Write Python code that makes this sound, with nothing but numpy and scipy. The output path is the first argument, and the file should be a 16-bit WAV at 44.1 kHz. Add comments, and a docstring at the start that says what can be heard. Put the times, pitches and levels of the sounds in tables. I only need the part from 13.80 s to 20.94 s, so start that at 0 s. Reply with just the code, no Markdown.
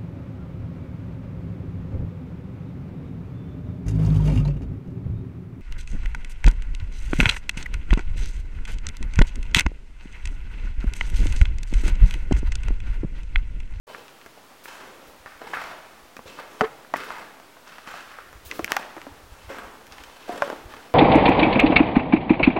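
"""Slow footsteps in a rock tunnel

Grit and loose stones underfoot, heard close from the microphone of a camera in the walker's hand.
Each boot crunches and scuffs, pebbles click, flat stones tip with a hollow knock, and one grinds as
it rocks. Farther out, the rock walls ring on for about a second. Right at the microphone, the hand
bumps the camera softly and a sleeve brushes past, over a faint steady hiss."""
import sys
import numpy as np
from scipy import signal
from scipy.io import wavfile
from scipy.ndimage import uniform_filter1d

SR = 44100
rng = np.random.default_rng(int(sys.argv[2]) if len(sys.argv) > 2 else 0)


def put_to_file(sound):
    """Save the sound as 16-bit audio at rate SR, in the file named by the first command-line argument."""
    columns = np.atleast_2d(sound).T  # one column per channel
    safe = np.clip(columns, -1, 1)
    whole_steps = np.round(safe * 32767)
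    wavfile.write(sys.argv[1], SR, whole_steps.astype(np.int16))


N = 314874
TIME = np.arange(N) / SR

# a heel, sole or toe meeting the grit:
# start_s, hold_s, crunch_db, weight_db, rasp_db, fizz_db, sliding_over_pressed_db
FOOTFALLS = [(0.076, 0.098, -47, -50.5, -52.5, -63, -1.5), (.585, 0.028, -55.5, -73, -74, -75, -17),
             (0.864, 0.1, -42, -57.5, -49.5, -54, 2.5), (0.985, 0.032, -44, -48, -54, -68, 1),
             (1.202, 0.027, -50, -53.5, -63, -72, -8), (1.455, .01, -43.5, -69, -53.5, -66, 9),
             (1.601, 0.11, -42.5, -49, -53.5, -70, -0.5), (1.673, .03, -49, -50, -56, -57, 4),
             (1.725, 0.016, -29.5, -55, -44.5, -56, 8), (1.787, 0.045, -37, -50, -45, -55.5, -22),
             (2.453, 0.018, -46, -46.5, -47.5, -55.5, 1), (2.567, 0.026, -41, -53, -52, -70, 0.5),
             (2.69, 0.11, -53, -53, -59, -60, -12), (2.785, 0.034, -47, -64, -56, -74, 6),
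             (3.145, 0.015, -34, -44.5, -42, -53, 10), (3.268, 0.063, -36.5, -50, -49, -58, 1),
             (3.854, 0.18, -47.5, -67, -53, -65, 5), (4.059, 0.0086, -37.5, -53.5, -46, -54, 6),
             (4.125, .04, -41.5, -71, -47.5, -56.5, 6), (4.296, 0.087, -44.5, -59.5, -57, -72, 17),
             (4.683, 0.12, -47, -44, -50.5, -59, 16), (4.88, 0.063, -34, -47, -45.5, -53, -0.5),
             (5.156, 0.091, -48, -53.5, -60, -63, 0), (5.506, 0.16, -53.5, -76, -61.5, -64, 0),
             (5.604, .02, -54, -72, -56, -70, 5), (5.684, 0.042, -35.5, -42.5, -47, -56, 3),
             (5.81, 0.041, -44.5, -54, -67, -66, -13), (6.1, 0.22, -47, -58.5, -52, -60, 0.5),
             (6.387, .02, -48, -52.5, -49.5, -61, 3), (6.474, 0.047, -35.5, -39.5, -46.5, -54, -2.5),
             (6.606, 0.023, -37, -43.5, -45, -53.5, -1), (6.88, 0.13, -46, -51.5, -53, -62, 3)]
# spectra of the parts of a step: frequency_hz, gain_db
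PRESSED_GRIT = [(300, -25), (480, -14), (600, 3.5), (850, 7), (1100, 4), (1400, -4), (2200, -35.5)]
SLIDING_GRIT = [(750, -18), (1150, 3.5), (1550, 1.5), (1900, -2), (2500, -8.5), (3300, -37.5)]
SOLE_WEIGHT = [(70, -20.5), (150, -0.5), (210, -3), (270, 4), (350, 5.5), (440, 4.5), (540, 0.5),
               (750, -46)]
SAND_RASP = [(1900, -21), (2550, 2), (3000, 1), (3800, -3.5), (5800, -9), (7500, -37)]
DUST_FIZZ = [(4200, -18.5), (5500, 5.5), (7000, 3.5), (9500, -4), (13000, -8), (16000, -15)]
# stones struck by a boot or by each other: start_s, level_db, pitch_hz, thud_db, dullness_db_per_octave
KNOCKS = [(0.0768, -41.5, 550, -62, 11), (.0992, -39.5, 800, -60, 17), (0.147, -32.5, 1830, -44, 45),
          (0.2811, -44.5, 2600, -70, 19), (0.4135, -45.5, 2780, -66, 34), (0.4619, -42.5, 1400, -39.5, 10),
          (0.5748, -43.5, 550, -56, 12), (0.7155, -49.5, 900, -70, 9), (0.8564, -36, 1770, -47, 28),
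          (1.4602, -35.5, 1420, -39.5, 17), (1.6169, -31, 660, -52, 12), (1.7344, -25.5, 1130, -50, 19),
          (1.7391, -30.5, 2100, -65, 29), (1.7712, -25, 1350, -57, 27), (1.839, -34.5, 1600, -52, 14),
          (2.3668, -38, 1800, -41.5, 11.5), (2.3915, -36.5, 900, -36.5, 16), (2.457, -62, 500, -37.5, 15),
          (2.5886, -32.5, 1120, -68, 23), (2.809, -13, 1180, -33, 16.5), (2.815, -15, 625, -44, 12),
          (3.0478, -44, 1400, -70, 25), (3.1386, -18, 920, -38, 13), (3.16, -29.5, 1630, -32.5, 18),
          (3.3046, -28.5, 1180, -61, 16), (3.3834, -38, 1000, -48, 10), (3.5993, -43, 897, -58, 9),
          (3.7674, -43.5, 1120, -64, 32), (3.8735, -43, 1300, -70, 12), (3.878, -53, 4500, -73, 24),
          (3.922, -44, 1280, -62, 13), (3.983, -36.5, 1360, -70, 14), (4.074, -37, 1520, -42.5, 17),
          (4.14, -34.5, 980, -64, 13), (4.308, -47, 1500, -52, 14), (4.3396, -46, 2000, -70, 21),
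          (4.3864, -33.5, 1220, -54, 28), (4.5285, -46, 696, -54, 6), (4.713, -32, 2840, -75, 17.5),
          (4.7222, -35, 1500, -46, 20), (4.793, -24.5, 800, -31.5, 11.5), (4.8446, -28.5, 2150, -37.5, 8.5),
          (4.878, -30.5, 2150, -56, 32), (4.9194, -17.5, 1780, -29, 11), (4.9666, -19, 1540, -55, 11),
          (5.0287, -37.5, 2090, -50, 25), (5.166, -35.5, 695, -47, 10), (5.1798, -35.5, 1100, -57, 19),
          (5.2158, -38.5, 2180, -56, 18), (5.267, -34, 820, -48, 19), (5.7001, -41, 1180, -46, 18),
          (6.068, -47.5, 2000, -84, 9), (6.1226, -43.5, 3900, -73, 28), (6.183, -40, 2000, -70, 18),
          (6.237, -41.5, 2140, -75, 11.5), (6.4934, -26, 450, -45, 16), (6.5363, -39, 700, -35, 14),
          (6.6212, -14, 1020, -29.5, 15), (6.6776, -31, 660, -60, 12), (6.7003, -23.5, 820, -67, 12.5),
          (6.7279, -27.5, 680, -38, 16), (6.938, -36.5, 1100, -50, 12)]
# spectrum of the ground under a knock: frequency_hz, octave_level_db
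GROUND_THUD = [(25, -36), (70, -12), (130, -18.5), (240, -0.5), (765, -4), (3000, -60)]
# broad resonances of the loose stones: frequency_hz, width_hz
STONE_RESONANCES = [(900, 500), (2200, 800), (3300, 700), (4400, 800), (5900, 1000), (11000, 2500)]
# colour that the struck stones share: frequency_hz, gain_db
STONE_COLOUR = [(150, -1.5), (400, -3.5), (800, -2.5), (1050, -1), (1300, -3), (1600, 0.5), (2100, -1),
                (2900, -0.5), (4000, -2.5), (5800, 9), (9500, 5), (12500, 15)]
# notes of the stones that ring or tip hollowly: start_s, pitch_hz, level_db, t60_s
HOLLOW_NOTES = [(1.736, 1680, -19, .035), (2.3669, 2490, -21.5, 0.011), (2.8142, 239, -12, 0.035),
                (2.8105, 743, -21.5, 0.12), (3.1397, 580, -6.5, 0.013), (4.389, 1460, -27, 0.018),
                (4.7125, 2030, -19.5, 0.022), (4.7125, 2580, -18, 0.015), (4.922, 1160, -21, 0.029),
                (2.3661, 1180, -32, 0.029), (2.8102, 1630, -35, 0.015), (2.809, 2990, -17.5, 0.018),
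                (2.81, 4780, -29, 0.023), (3.1395, 1920, -17.5, 0.031), (4.7934, 333, -16, 0.047),
                (4.8448, 2300, -1.5, 0.0053), (4.9667, 806, -15.5, 0.035), (4.9647, 1430, -17, 0.036),
                (5.168, 327, -29.5, 0.061), (5.267, 282, -33.5, 0.12), (5.701, 544, -27.5, 0.1),
                (6.4927, 712, -26, 0.19), (6.6224, 566, -18.5, 0.14), (6.6235, 1030, -16, .04)]
# modes of the stone that rocks under a boot: pitch_hz, width_hz, level_db
SLAB_MODES = [(441, 90, -5), (755, 200, -2), (1120, 180, -3), (1290, 150, -2), (1620, 220, -3),
              (1960, 180, -8), (3000, 500, -18)]
# grit catching under that stone: centre_s, level_db, half_width_s
JUDDERS = [(2.806, -16, 0.011), (2.845, -26.5, 0.012)]
# decay of the tunnel's echo: frequency_hz, t60_s
TUNNEL_DECAY = [(150, 2.4), (530, 1.43), (1400, 0.6), (3700, 1.44), (8000, 0.5), (15000, 0.34)]
# the hand bumping the camera: centre_s, peak_db, pitch_hz
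HAND_BUMPS = [(1.29, -52, 50), (1.41, -49, 60), (1.56, -51, 55), (1.85, -51, 55), (2.24, -51, 42),
              (4.56, -39, 71), (4.579, -42, 59.7), (4.668, -36, 59), (4.832, -39, 85), (5.325, -38.5, 78),
              (5.37, -72, 59.7), (5.44, -43, 55), (5.525, -35.5, 54.5), (5.65, -40.5, 75),
              (5.683, -38.5, 69.6), (5.852, -40, 55), (6.12, -45, 48.7), (6.211, -44, 60), (6.29, -47, 50),
              (6.861, -35.5, 66)]
# a jacket sleeve brushing close to the microphone: start_s, peak_db, length_s
RUSTLES = [(0.834, -45, 0.055), (1.262, -54, 0.075), (1.822, -58, .04), (3.165, -38.5, 0.014),
           (3.236, -48, 0.037), (4.647, -42.5, 0.069), (4.732, -46, 0.11), (4.93, -56, .04)]
# spectra of the sleeve, the grip's rumble and the background hiss: frequency_hz, gain_db
SLEEVE_SPECTRUM = [(1500, -4), (4000, 2.5), (7500, -1.5), (11000, -1.5), (13500, -0.5), (16000, 3.5)]
GRIP_SPECTRUM = [(12, -20), (30, -1), (50, 0), (95, -3), (170, -12), (500, -55)]
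HISS_SPECTRUM = [(24, -42), (40, -11), (54, -10), (189, -5), (268, -0.5), (1140, -2), (8040, -17),
                 (14700, -20), (15800, -17.5)]


def steps(shuffle_db=-73.5):
    """Boots close by: the same cracking grit sounds in every part of a step, over the sole's smooth rub."""
    _, _, crunch_db, weight_db, rasp_db, fizz_db, slide_db = np.transpose(FOOTFALLS)
    pressed_db = crunch_db - 10 * np.log10(1 + gain_of(slide_db) ** 2)
    shuffle = gain_of(shuffle_db)  # the crunch that goes on between steps
    pressed = np.hypot(footfall_envelope(pressed_db, fall_db_per_s=68), shuffle)
    sliding = np.hypot(footfall_envelope(pressed_db + slide_db, fall_db_per_s=68), shuffle)
    weight = footfall_envelope(weight_db, fall_db_per_s=55.5)
    rasp = footfall_envelope(rasp_db, fall_db_per_s=77)
    fizz = footfall_envelope(fizz_db, fall_db_per_s=74)
    grit = passing_walls(cracking_grit(per_s=1800, spread_db=3.5, clump_db=4.5), echo_db=1.0)
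    crunch = np.hypot(pressed, sliding)
    memory = np.exp(-1 / (.08 * SR))
    recent_crunch = signal.lfilter([1 - memory], [1, -memory], crunch)
    sharpness = np.clip(crunch / recent_crunch, .3, 1)  # as a step dies away, echoes blur its grains

    def texture(spectrum, max_grit):
        """Grit takes up to max_grit of the power and rub the rest, in one colour."""
        share = np.clip(max_grit * sharpness, 0, 1)
        rub = rng.standard_normal(N)
        return unit_rms(coloured(np.sqrt(share) * grit + np.sqrt(1 - share) * rub, spectrum))

    gravel = pressed * texture(PRESSED_GRIT, 0.62) + sliding * texture(SLIDING_GRIT, 0.46)
    sole = weight * texture(SOLE_WEIGHT, 0.65)
    sand = rasp * texture(SAND_RASP, 0.49)
    dust = fizz * texture(DUST_FIZZ, .35)
    return gain_of(-1.5) * (gravel + sole + sand + dust)


def footfall_envelope(levels_db, fall_db_per_s, attack_s=0.018, sag_db_per_s=17.5):
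    """Each footfall builds, sags while the boot bears down, then dies away; overlaps add in power."""
    t, power = np.arange(2 * SR) / SR, np.zeros(N)
    attack = np.minimum(t / attack_s, 1)
    for (start_s, hold_s, *_), db in zip(FOOTFALLS, levels_db):
        held_s = np.clip(t - attack_s, 0, hold_s)
        released_s = np.maximum(t - attack_s - hold_s, 0)
        envelope = attack * gain_of(db - sag_db_per_s * held_s - fall_db_per_s * released_s)
        add(power, start_s, envelope ** 2)
    return np.sqrt(power)


def cracking_grit(per_s, spread_db, clump_db):
    """Grit cracks in clumps: many small clicks and a few large ones."""
    sizes = gain_of(spread_db * np.minimum(rng.exponential(1, N), 4.5)) * rng.choice([-1, 1], N)
    clumps = unit_rms(uniform_filter1d(rng.standard_normal(N), size=350))
    return unit_rms(sizes * random_hits(N, per_s) * gain_of(clump_db * clumps))


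def stone_knocks(scatter_t60_s=0.028, scatter_hz=2600, crumble_t60_s=0.027):
    """One sharp contact, then a quick scatter of duller ones as the stone settles and sand crumbles."""
    t, out = np.arange(SR // 6) / SR, np.zeros(N)
    for start_s, db, pitch_hz, thud_db, dullness in KNOCKS:
        scatter, crumble = rng.standard_normal((2, len(t))) * random_hits((2, len(t)), per_s=3000)
        scatter = unit_rms(scatter * gain_of(-60 * t / scatter_t60_s) * (1 - np.exp(-t / 0.0003)))
        scatter = signal.lfilter(*signal.butter(2, scatter_hz, fs=SR), scatter)
        crumble = unit_rms(crumble * gain_of(-60 * t / crumble_t60_s))
        contacts = (gain_of(-4) * scatter + gain_of(-19) * crumble) / np.sqrt(len(t))
        contacts *= gain_of(-2.5 * np.log2(pitch_hz / 1170))  # big, low stones scatter more than pebbles
        contacts[0] += 1  # the first, sharp contact
        # faint knocks are farther from the microphone, so the walls weigh more
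        contacts = near_walls(contacts, echo_db=-8 - 0.33 * (db + 38.5))
        knock = coloured(contacts, knock_spectrum(db, pitch_hz, thud_db, dullness))
        add(out, start_s, gain_of(-3) * knock)
    for hz, width_hz in STONE_RESONANCES:
        out = stone_dispersion(out, hz, width_hz)
    return coloured(out, STONE_COLOUR)


def knock_spectrum(db, pitch_hz, thud_db, dullness, half_width_octaves=0.38, thinning_db_per_octave=11):
    """A hump around the stone's pitch, duller for a softer contact, over the thud of the ground."""
    hz = np.geomspace(25, 17000, 40)
    octaves = np.log2(hz / pitch_hz)
    bass_loss_db = thinning_db_per_octave * np.maximum(-octaves - half_width_octaves, 0)
    treble_loss_db = dullness * np.maximum(octaves - half_width_octaves, 0)
    stone = gain_of(db - bass_loss_db - treble_loss_db)
    ground = gain_of(thud_db + curve_at(GROUND_THUD, hz))
    per_hz = np.sqrt(SR / 100 * SR / 2 / hz)  # turns octave levels over 10 ms into filter gain
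    return np.c_[hz, 20 * np.log10(per_hz * np.hypot(stone, ground))]


def stone_dispersion(x, hz, width_hz):
    """A stone holds back the sound near its resonance, so a click leaves it as a few swings."""
    radius = np.exp(-np.pi * width_hz / SR)
    poles = np.array([1, -2 * radius * np.cos(2 * np.pi * hz / SR), radius ** 2])
    return signal.lfilter(poles[::-1], poles, x)


def hollow_stones(attack_s=0.0015):
    """Flat stones and the gaps under them ring briefly."""
    t, out = np.arange(SR // 4) / SR, np.zeros(N)
    attack = 1 - np.exp(-t / attack_s)
    for start_s, hz, db, t60_s in HOLLOW_NOTES:
        add(out, start_s, attack * gain_of(db - 60 * t / t60_s) * np.sin(2 * np.pi * hz * t))
    return out


def grinding_slab(start_s=2.811, crest_s=2.841, rise_db_per_s=286, fall_db_per_s=750, slip_hz=1900):
    """The rocking stone sticks and slips at its lowest mode; grit in the joint shakes all its modes."""
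    t, out = np.arange(SR // 8) / SR, np.zeros(N)
    past_crest_s = start_s + t - crest_s
    swell = gain_of(-20 + np.minimum(rise_db_per_s * past_crest_s, -fall_db_per_s * past_crest_s))
    note = swell * np.sqrt(2) * np.sin(2 * np.pi * SLAB_MODES[0][0] * t)
    judder = sum(gain_of(db) * np.exp(-((start_s + t - centre_s) / half_width_s) ** 2)
                 for centre_s, db, half_width_s in JUDDERS)
    slips = rng.choice([-1, 1], len(t)) * random_hits(len(t), per_s=3000)
    slips = signal.lfilter(*signal.butter(2, slip_hz, fs=SR), slips)
    shaken = np.zeros(len(t))
    for hz, width_hz, db in SLAB_MODES:
        mode = np.exp(-np.pi * width_hz * t) * np.cos(2 * np.pi * hz * t)
        shaken += gain_of(db) * unit_rms(signal.fftconvolve(slips, mode)[:len(t)])
    add(out, start_s, note + judder * unit_rms(shaken))
    return out


def near_walls(x, echo_db):
    """The first echoes from the near walls and roof colour a sound and double its clicks."""
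    t = np.arange(SR // 30) / SR
    taps = rng.standard_normal(len(t)) * random_hits(len(t), per_s=900)
    taps *= np.exp(-t / .012) * (t > .001)
    taps *= gain_of(echo_db) / (np.linalg.norm(taps) + 1e-9)
    taps[0] = 1  # the direct path to the microphone
    return signal.fftconvolve(x, taps / np.linalg.norm(taps))[:len(x)]


def passing_walls(x, echo_db, cycle_hz=1.3):
    """The walker moves on, so three sets of wall echoes take over from each other in turn."""
    fades = np.array([np.maximum(np.cos(2 * np.pi * (cycle_hz * TIME - k / 3)) + .5, 0) for k in range(3)])
    fades /= np.linalg.norm(fades, axis=0)
    return sum(near_walls(x * fade, echo_db) for fade in fades)


def tunnel_echo(x):
    """Dense echoes off rough rock; the high treble dies first."""
    t = np.arange(SR) / SR
    taps = rng.standard_normal(SR) * random_hits(SR, per_s=4000) * (1 - np.exp(-t / 0.002))
    hz, age_s, bands = signal.stft(taps, SR, nperseg=256)
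    decay = gain_of(-60 * age_s / curve_at(TUNNEL_DECAY, hz)[:, None])
    _, tail = signal.istft(bands * decay, SR, nperseg=256)
    return signal.fftconvolve(x, tail / np.linalg.norm(tail))[:N]


def handling(grip_db=-75, stir_db=-16.5, stir_s=0.096):
    """Soft low pushes through the camera body, over a rumble of the grip that swells around each."""
    t = np.arange(-SR // 20, SR // 20) / SR
    stirs = [gain_of(db + stir_db) * np.exp(-abs(TIME - centre_s) / stir_s)
             for centre_s, db, _ in HAND_BUMPS]
    out = shaped_noise(GRIP_SPECTRUM) * np.hypot(gain_of(grip_db), np.max(stirs, axis=0))
    for centre_s, db, hz in HAND_BUMPS:
        push = np.cos(2 * np.pi * hz * t) * np.exp(-(2 * t * hz) ** 2)
        add(out, centre_s + t[0], gain_of(db) * push)
    return out


def sleeve():
    """Cloth swishes beside the microphone: a quick rise and a slower fall of bright noise."""
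    t, swell = np.arange(SR // 4) / SR, np.zeros(N)
    for start_s, db, length_s in RUSTLES:
        age = t / (length_s / 4)
        add(swell, start_s, gain_of(db) * age * np.exp(1 - age))
    return swell * shaped_noise(SLEEVE_SPECTRUM)


def background_hiss(level_db=-51.5):
    """A faint, steady hiss behind everything."""
    return gain_of(level_db) * shaped_noise(HISS_SPECTRUM)


def shaped_noise(spectrum):
    """Noise with the given spectrum, at rms 1."""
    return unit_rms(coloured(rng.standard_normal(N), spectrum))


def coloured(x, spectrum, size=4096):
    """Gives x a spectrum through a minimum-phase filter, so that attacks stay sharp."""
    hz = abs(np.fft.fftfreq(size, 1 / SR))
    log_gain = np.log(gain_of(curve_at(spectrum, hz)))
    response = np.exp(np.conj(signal.hilbert(log_gain)))
    taps = np.fft.ifft(response).real[:size // 2]
    return signal.fftconvolve(x, taps)[:len(x)]


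def curve_at(table, hz):
    """Reads a table on a log-frequency axis."""
    table_hz, values = np.transpose(table)
    return np.interp(np.log(hz + 1), np.log(table_hz + 1), values)


def random_hits(shape, per_s):
    """Marks random samples, per_s a second on average."""
    return rng.random(shape) < per_s / SR


def gain_of(db):
    """Decibels to gain."""
    return 10 ** (np.asarray(db) / 20)


def unit_rms(x):
    """Scales to rms 1."""
    return x / np.sqrt(np.mean(x ** 2) + 1e-20)


def add(mix, start_s, sound):
    """Mixes a sound in at start_s."""
    part = mix[round(start_s * SR):][:len(sound)]
    part += sound[:len(part)]


def scene():
    """In mono: steps and stones close by, their echo in the tunnel, the hand, the sleeve and the hiss."""
    boots, knocks = steps(), stone_knocks()
    echo = tunnel_echo(gain_of(-10.5) * boots + gain_of(-18.5) * knocks)
    hiss = background_hiss()
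    return (boots + knocks + hollow_stones() + grinding_slab() + echo + handling() + sleeve() + hiss)[None]


def record(dry, open_s=.068, fade_s=.004, offset=.001, cutoff_hz=16000):
    """The microphone, with a tiny steady offset, opens just after the start; the top treble is cut."""
    opened = (dry + offset) * np.clip((TIME - open_s) / fade_s, 0, 1)
    lowpass = signal.firwin(511, cutoff_hz, window=("kaiser", 9), fs=SR)
    return signal.oaconvolve(opened, lowpass[None], "same")


dry = scene()
out = record(dry)
put_to_file(out)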